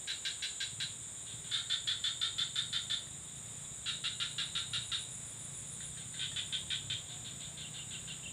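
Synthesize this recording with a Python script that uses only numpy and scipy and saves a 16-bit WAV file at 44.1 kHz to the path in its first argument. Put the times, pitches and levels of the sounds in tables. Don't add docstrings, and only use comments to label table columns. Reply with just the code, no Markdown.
import sys
import numpy as np
from scipy import signal
from scipy.fft import rfft, irfft
from scipy.io import wavfile
from scipy.ndimage import map_coordinates

SR = 44100
rng = np.random.default_rng(int(sys.argv[2]) if len(sys.argv) > 2 else 0)


def generate_wav(sig):
    pcm = np.round(np.clip(np.atleast_2d(sig).T, -1, 1) * 32767).astype(np.int16)
    wavfile.write(sys.argv[1], SR, pcm)


N = 366912
TIME = np.arange(N) / SR


def amp(db):
    return 10 ** (np.asarray(db) / 20)


def unit(x):
    return x / np.sqrt(np.mean(x ** 2) + 1e-20)


def along(points, hz):
    freqs, values = np.transpose(points)
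    return np.interp(np.log(hz + 1), np.log(freqs + 1), values)


def curves(rows):
    seconds, *columns = np.transpose(rows)
    return [np.interp(TIME, seconds, column) for column in columns]


def wobble(rate):
    return map_coordinates(rng.standard_normal(int(N * rate / SR) + 4), [TIME * rate])


def gate(start, stop, ramp_s):
    return np.clip(np.minimum(TIME - start, stop - TIME) / ramp_s + .5, 0, 1)


def add(track, start, sound):
    span = track[max(round(start * SR), 0):][:len(sound)]
    span += sound[:len(span)]


def noise(spectrum):
    gain = amp(along(spectrum, np.fft.rfftfreq(N, 1 / SR)))
    return unit(irfft(rfft(rng.standard_normal(N)) * gain, N))


def ringing(spectrum, size=4096):
    gain = amp(along(spectrum, np.fft.rfftfreq(size, 1 / SR)))
    cepstrum = irfft(np.log(gain + 1e-6))
    one_sample_delay = np.exp(-2j * np.pi * np.arange(size // 2 + 1) / size)
    log_response = rfft(2 * cepstrum[1:size // 2], size) * one_sample_delay
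    return irfft(np.exp(log_response))[:size // 2]


def insects():
    # frequency in Hz, level in dB.
    lower_choir = [(6100, -59), (6500, -14), (6700, -5), (6850, 4), (6950, 2.5), (7100, 7), (7230, 2.5),
                   (7400, 1.5), (7590, -2.5), (7680, 6.5), (7750, 3), (7830, 1), (7930, -4), (8200, -72)]
    upper_choir = [(7600, -34.5), (8000, -10), (8300, 0.5), (8700, -1), (9200, -2.5), (9400, -8.5),
                   (9750, -18.5), (10300, -37), (11500, -48)]
    cricket_choir = [(2600, -22), (3100, -8), (3450, 1), (3750, 3), (4000, -4), (4300, -21), (4800, -59)]
    singer = [(7900, -29), (8300, -2), (8800, -8), (9100, 6), (9270, -6), (9360, -7), (9700, -43)]
    # time in seconds, lower and upper choir levels in dB.
    drone = [(0, -47.5, -54.5), (1.2, -48.5, -53), (2.2, -48, -54), (3.4, -49, -53.5), (4.9, -49, -53),
             (5.8, -48.5, -52.5), (6.6, -49, -55.5), (7.2, -48.5, -55.5), (8.32, -49, -54.5)]
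    # start and stop in seconds, level in dB.
    bouts = [(-0.2, 1.63, -59), (5.75, 6.76, -56)]
    lower_db, upper_db = curves(drone)
    lower = amp(lower_db + 0.69 * wobble(7) + 0.38 * wobble(60)) * noise(lower_choir)
    upper = amp(upper_db + 0.3 * wobble(6) + 0.35 * wobble(90)) * noise(upper_choir)
    singing = sum(amp(db) * gate(start, stop, 0.15) for start, stop, db in bouts)
    shrill = singing * amp(1.1 * wobble(40)) * noise(singer)
    crickets = amp(-60 + 0.17 * wobble(1.84) + 1.5 * wobble(40)) * noise(cricket_choir)
    return lower + upper + shrill + crickets


def air_and_road(air_db=-59.5, road_db=-62, road_db_per_s=0.51):
    # frequency in Hz, relative level in dB.
    air_spectrum = [(20, -92), (200, -79.5), (600, -81.5), (1200, -81.5), (2500, -81.5), (4500, -89.5),
                    (5600, -87), (6200, -93.5), (10500, -91.5), (12500, -100), (13500, -100), (14000, -93),
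                    (15500, -99.5)]
    road_spectrum = [(20, -23), (40, -11), (60, 1.5), (115, 2.5), (200, -5.5), (320, -10.5), (600, -13),
                     (1100, -25.5), (2200, -48.5)]
    air = amp(air_db + 0.61 * wobble(3.4)) * noise(air_spectrum)
    road = amp(road_db + road_db_per_s * TIME + 0.56 * wobble(6)) * noise(road_spectrum)
    return air + road


def rasp(t, length, pulse_hz=480, jitter=.22, scatter_db=0.24, hiss=0.39, snap=0.45, snap_s=0.0037):
    gaps, sizes = rng.standard_normal((2, 200))
    periods = np.r_[0, np.exp(jitter * gaps[1:])]
    at = (np.cumsum(periods) * SR / pulse_hz).astype(int)
    inside = at < len(t)
    clicks = np.zeros(len(t))
    clicks[at[inside]] = amp(scatter_db * sizes[inside])
    effort = (1 + snap * np.exp(-t / snap_s)) / np.sqrt(1 + (t / length) ** 8.1)
    return (unit(clicks) + hiss * rng.standard_normal(len(t))) * effort


def resonance(push, hz, width_hz):
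    carrier = np.exp(2j * np.pi * np.cumsum(hz) / SR)
    lowpass = signal.butter(2, width_hz / 2, fs=SR, output="sos")
    return unit((signal.sosfilt(lowpass, push / carrier) * carrier).real)


def banks(wet_db):
    # frequency in Hz, time to fall 60 dB in seconds.
    decay_times = [(1400, 0.27), (3600, 0.34), (6000, 0.28), (11000, 0.11)]
    hz, t, spectra = signal.stft(rng.standard_normal(SR // 2), SR, nperseg=256)
    decay = amp(-60 * t / along(decay_times, hz)[:, None])
    tail = signal.istft(spectra * decay, SR, nperseg=256)[1]
    path = amp(wet_db) * tail / np.linalg.norm(tail)
    path[0] += 1
    return path


def frog(notes, throat, note_s, attack_s, wet_db, sac_hz, sac_db, croak_hz, croak_db, edge_hz, edge_db):
    out, t = np.zeros(N), np.arange(SR // 2) / SR
    body, path = ringing(throat), banks(wet_db)
    low_band = signal.butter(2, 2300, fs=SR, output="sos")
    for start, db, low_db in notes:
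        first = start == notes[0][0]
        length = note_s * (1.2 if first else 1)
        progress = np.minimum(t / length, 1.2)
        push = rasp(t, length) * (1 - np.exp(-t / attack_s))
        if first:
            push *= 1 + progress
        sac_glide = 1 + 0.069 * progress + 0.011 * rng.standard_normal()
        sac = amp(sac_db) * resonance(push, sac_hz * sac_glide, width_hz=90)
        croak = amp(croak_db) * resonance(push, croak_hz * (1 - 0.087 * progress), width_hz=110)
        edge = amp(edge_db) * resonance(push, edge_hz * (1 - 0.029 * progress), width_hz=650)
        voice = unit(signal.fftconvolve(push, body)[:len(t)]) + sac + croak
        low_gain = amp(.5 * (low_db + 17))
        voice = unit(voice + (low_gain - 1) * signal.sosfiltfilt(low_band, voice))
        note = signal.fftconvolve(voice + edge, path)[:len(t)]
        add(out, start, amp(db) * note / np.std(note[t < length]))
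    return out


def frogs():
    # frequency in Hz, relative gain in dB.
    throat_a = [(650, -53), (1100, -32), (1310, -30), (1360, -20.5), (1580, -5), (1920, -19), (2210, -12),
                (2590, -17), (2760, -8.5), (3000, -11), (3350, -3.5), (3890, -5), (4520, -16.5),
                (6500, -25.5), (8450, -58), (14300, -120)]
    throat_b = [(700, -59), (1200, -30), (1420, -6), (1560, -11.5), (1900, -11), (2200, -16), (2600, -20),
                (2920, -13.5), (3090, -5), (3290, -5), (3550, -1), (3950, -6), (4800, -17), (5600, -27.5),
                (6500, -28.5), (9000, -43), (14300, -80)]
    throat_c = [(620, -65), (1050, -33), (1240, -22.5), (1390, -8.5), (1950, -16.5), (2200, -13),
                (2300, -16.5), (2850, -7), (2920, -7), (3200, -8), (3670, 1), (4050, -6.5), (4610, -19),
                (5980, -26.5), (6500, -30), (8450, -50), (14300, -120)]
    throat_d = [(680, -64), (1150, -29), (1330, -30.5), (1530, -11.5), (1760, -16), (2070, -14.5),
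                (2260, -26), (2340, -13), (2720, -14.5), (3150, -2), (3560, 0), (4460, -22), (5230, -29.5),
                (6500, -34), (8450, -54), (14300, -120)]
    throat_far = [(760, -35), (1300, -22), (1570, -2.5), (1820, -21), (1920, -9), (2630, -9), (3630, 5.5),
                  (4670, -18.5), (5500, -30), (7150, -35), (12100, -120)]
    # start in seconds, voice, rms level in dB, low-band weight
    # (-17 is neutral; each step adds half a dB).
    notes = [(0.0714, "A", -38.7, -16), (0.249, "A", -36, -22.5), (0.4214, "A", -37, -25),
             (0.6015, "A", -37, -23), (0.8, "A", -37, -19), (1.259, "far", -52, -32),
             (1.4396, "far", -53.5, -27), (1.5119, "B", -34.5, -12), (1.698, "B", -32.5, -17),
             (1.871, "B", -33, -15.5), (2.0385, "B", -33, -17.5), (2.2129, "B", -33, -19.5),
             (2.381, "B", -33, -19), (2.5546, "B", -34, -14.5), (2.7267, "B", -34.5, -15.5),
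             (2.8974, "B", -34, -19), (3.8576, "C", -36.5, -11.5), (4.038, "C", -35.5, -11),
             (4.1992, "C", -35, -11), (4.3803, "C", -35.5, -9), (4.5507, "C", -35, -11),
             (4.7318, "C", -35.5, -14.5), (4.916, "C", -35, -14), (5.8033, "far", -53.5, -13),
             (5.9698, "far", -52.5, -18), (6.1414, "far", -51, -12), (6.1914, "D", -38.5, -18),
             (6.3592, "D", -37, -17), (6.5233, "D", -35.5, -24), (6.7017, "D", -35.5, -21),
             (6.8983, "D", -36.5, -23), (7.0857, "far", -50, -28), (7.245, "far", -48, -33),
             (7.4022, "far", -49, -31), (7.5717, "far", -47.5, -35), (7.7373, "far", -49, -25),
             (7.907, "far", -49, -22), (8.074, "far", -49, -22)]

    def sung_by(voice):
        return [(start, db, low_db) for start, who, db, low_db in notes if who == voice]

    return sum([
        frog(sung_by("A"), throat_a, note_s=0.036, attack_s=0.0013, wet_db=-4.5,
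             sac_hz=3717, sac_db=-4.5, croak_hz=1650, croak_db=-30, edge_hz=12400, edge_db=-35),
        frog(sung_by("B"), throat_b, note_s=0.049, attack_s=0.00037, wet_db=-3.5,
             sac_hz=3397, sac_db=-0.5, croak_hz=1535, croak_db=-13, edge_hz=11040, edge_db=-30.5),
        frog(sung_by("C"), throat_c, note_s=0.037, attack_s=0.00032, wet_db=-1,
             sac_hz=3588, sac_db=-1.5, croak_hz=1543, croak_db=-22, edge_hz=10700, edge_db=-28.5),
        frog(sung_by("D"), throat_d, note_s=0.042, attack_s=0.00045, wet_db=-4,
             sac_hz=3394, sac_db=-6, croak_hz=1673, croak_db=-27, edge_hz=10000, edge_db=-41),
        frog(sung_by("far"), throat_far, note_s=0.056, attack_s=0.0007, wet_db=-2.5,
             sac_hz=3500, sac_db=-20, croak_hz=1625, croak_db=-21, edge_hz=11000, edge_db=-37)])


def motorbike(idle_db=-61.5, nearing_db_per_s=0.71, travel_s=0.025, run_down_s=0.18):
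    # time in seconds, firings per second.
    engine = [(0.6, 17.8), (1.4, 18.3), (2.15, 16.6), (2.5, 23.3), (3.0, 25), (3.6, 29.5), (4.2, 28.7),
              (4.58, 33), (5, 25), (5.3, 27.8), (5.7, 28.5), (6.25, 34), (6.68, 35.8), (7.22, 28.4),
              (8, 31.6), (8.32, 31.5)]
    # frequency in Hz, relative gain in dB.
    exhaust_shut = [(25, -36), (45, -35), (60, -24), (80, -17.5), (98, -2), (120, 3.5), (145, -2.5),
                    (175, -13), (220, -31), (400, -37), (900, -62)]
    exhaust_open = [(25, -29), (45, -18), (62, -9), (85, -18), (115, -2), (150, 5), (175, -2), (200, -6.5),
                    (260, -14.5), (400, -36), (900, -42)]
    # start and stop in seconds, opening from 0 to 1, pull and boom in dB.
    twists = [(0.676, 0.9, 0.5, -54, -62), (1.29, 1.5, 0.5, -53.5, -62), (2.362, 2.972, 0.62, -55.5, -60),
              (3.13, 4.576, 0.72, -56, -52), (5.1, 6.7, 0.68, -55, -49.5), (7.155, 8.399, 0.8, -54.5, -55)]
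    rate, = curves(engine)
    at = np.flatnonzero(np.diff(np.floor(np.cumsum(rate) / SR)))
    firings = np.zeros(N)
    firings[at] = amp(0.9 * rng.standard_normal(len(at))) / np.sqrt(rate[at])
    gas = unit(firings) + 0.54 * rng.standard_normal(N)
    shut, wide = (unit(signal.fftconvolve(gas, ringing(exhaust, size=8192))[:N])
                  for exhaust in (exhaust_shut, exhaust_open))
    throttle = np.full(N, 0.28)
    level = amp(idle_db + nearing_db_per_s * TIME) * gate(0.66, np.inf, travel_s)
    for opens, shuts, opening, pull_db, boom_db in twists:
        twist = gate(opens, shuts, travel_s)
        throttle = np.clip(throttle + (opening - throttle) * twist, 0, 1)
        since = np.maximum(TIME - shuts, 0) / run_down_s
        boom = amp(boom_db) * since * np.exp((1 - since ** 2) / 2)
        level = np.maximum(level, amp(pull_db) * twist + boom)
    return level * unit((1 - throttle) * shut + throttle * wide)


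def katydid(first_s=2.598, last_s=5.877, slowing=0.059, rise_s=0.064, fall_s=0.033, wing_hz=130):
    # frequency in Hz, relative level in dB.
    wing_spectrum = [(8200, -40), (8900, -24), (9400, -8), (9680, 0), (9880, -10.5), (10050, -34),
                     (10500, -26), (11500, -50)]
    way = np.linspace(0, 1, 25)
    crests = first_s + (last_s - first_s) * way * (1 - slowing * (1 - way))
    buzzes = sum(np.exp(-((TIME - s) / np.where(TIME < s, rise_s, fall_s)) ** 2) for s in crests)
    song_db = -61.5 + 11 / (1 + np.exp((4.54 - TIME) / 0.3))
    stroke_hz = wing_hz * (1 + 0.0563 * wobble(30))
    strokes = 1 + 0.51 * np.cos(2 * np.pi * np.cumsum(stroke_hz) / SR)
    scrape = unit(noise(wing_spectrum) * strokes * amp(-2.5 * wobble(300)))
    return amp(song_db) * buzzes * scrape


def ticks(decay_s=0.0053):
    # frequency in Hz, relative level in dB.
    spectrum = [(800, -41), (1400, -10), (1950, 10), (2500, -32), (3600, 8.5), (5000, -14), (15000, -28)]
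    # start in seconds, level in dB.
    bursts = [(3.07, -54), (5.214, -64), (5.804, -46), (5.971, -47), (6.142, -46), (6.317, -46.5)]
    envelope = sum(amp(db) * (TIME >= s) * np.exp(-np.abs(TIME - s) / decay_s) for s, db in bursts)
    return signal.fftconvolve(noise(spectrum) * envelope, banks(wet_db=-1))[:N]


def plop(start=6.622, hz=1040, db=-60, life_s=0.0075):
    age = np.maximum(TIME - start, 0)
    envelope = age / life_s * np.exp(1 - age / life_s)
    return amp(db) * envelope * np.sin(2 * np.pi * hz * age)


def far_tone(start=6.98, stop=8, centre_hz=704, db=-75, swing_hz=30, waver_s=0.62, first_crest_s=0.21):
    hz = centre_hz + swing_hz * np.cos(2 * np.pi * (TIME - start - first_crest_s) / waver_s)
    tone = np.sin(2 * np.pi * np.cumsum(hz * (1 + 0.0186 * wobble(70))) / SR)
    envelope = amp(db + 3.5 * wobble(10)) * gate(start, stop, 0.08)
    return signal.fftconvolve(envelope * tone, banks(wet_db=2))[:N]


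def bird(centre_hz=2960, sag_hz=250, chirp_s=0.082, warble_s=0.041, first_crest_s=0.02, dip_db=2.5):
    # start in seconds, level in dB, pitch swing in Hz.
    chirps = [(7.611, -50.5, 210), (7.756, -48, 170), (7.915, -48, 230), (8.068, -47, 214),
              (8.224, -46.5, 290)]
    out, t = np.zeros(N), np.arange(int(chirp_s * SR)) / SR
    warble = np.cos(2 * np.pi * (t - first_crest_s) / warble_s)
    arch_hz = centre_hz - sag_hz * (2 * t / chirp_s - 1) ** 2
    for start, db, swing_hz in chirps:
        phase = 2 * np.pi * np.cumsum(arch_hz + swing_hz * warble) / SR
        envelope = amp(db - dip_db * warble) * signal.windows.tukey(len(t), .4)
        add(out, start, envelope * np.sin(phase))
    return signal.fftconvolve(out, banks(wet_db=-8))[:N]


def scene():
    animals = frogs() + insects() + katydid() + bird()
    mono = animals + motorbike() + far_tone() + plop() + ticks() + air_and_road()
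    return np.array([mono, mono])


def record(dry):
    passband = np.fft.rfftfreq(N, 1 / SR) < 15550
    return irfft(rfft(dry) * passband, N)


dry = scene()
out = record(dry)
generate_wav(out)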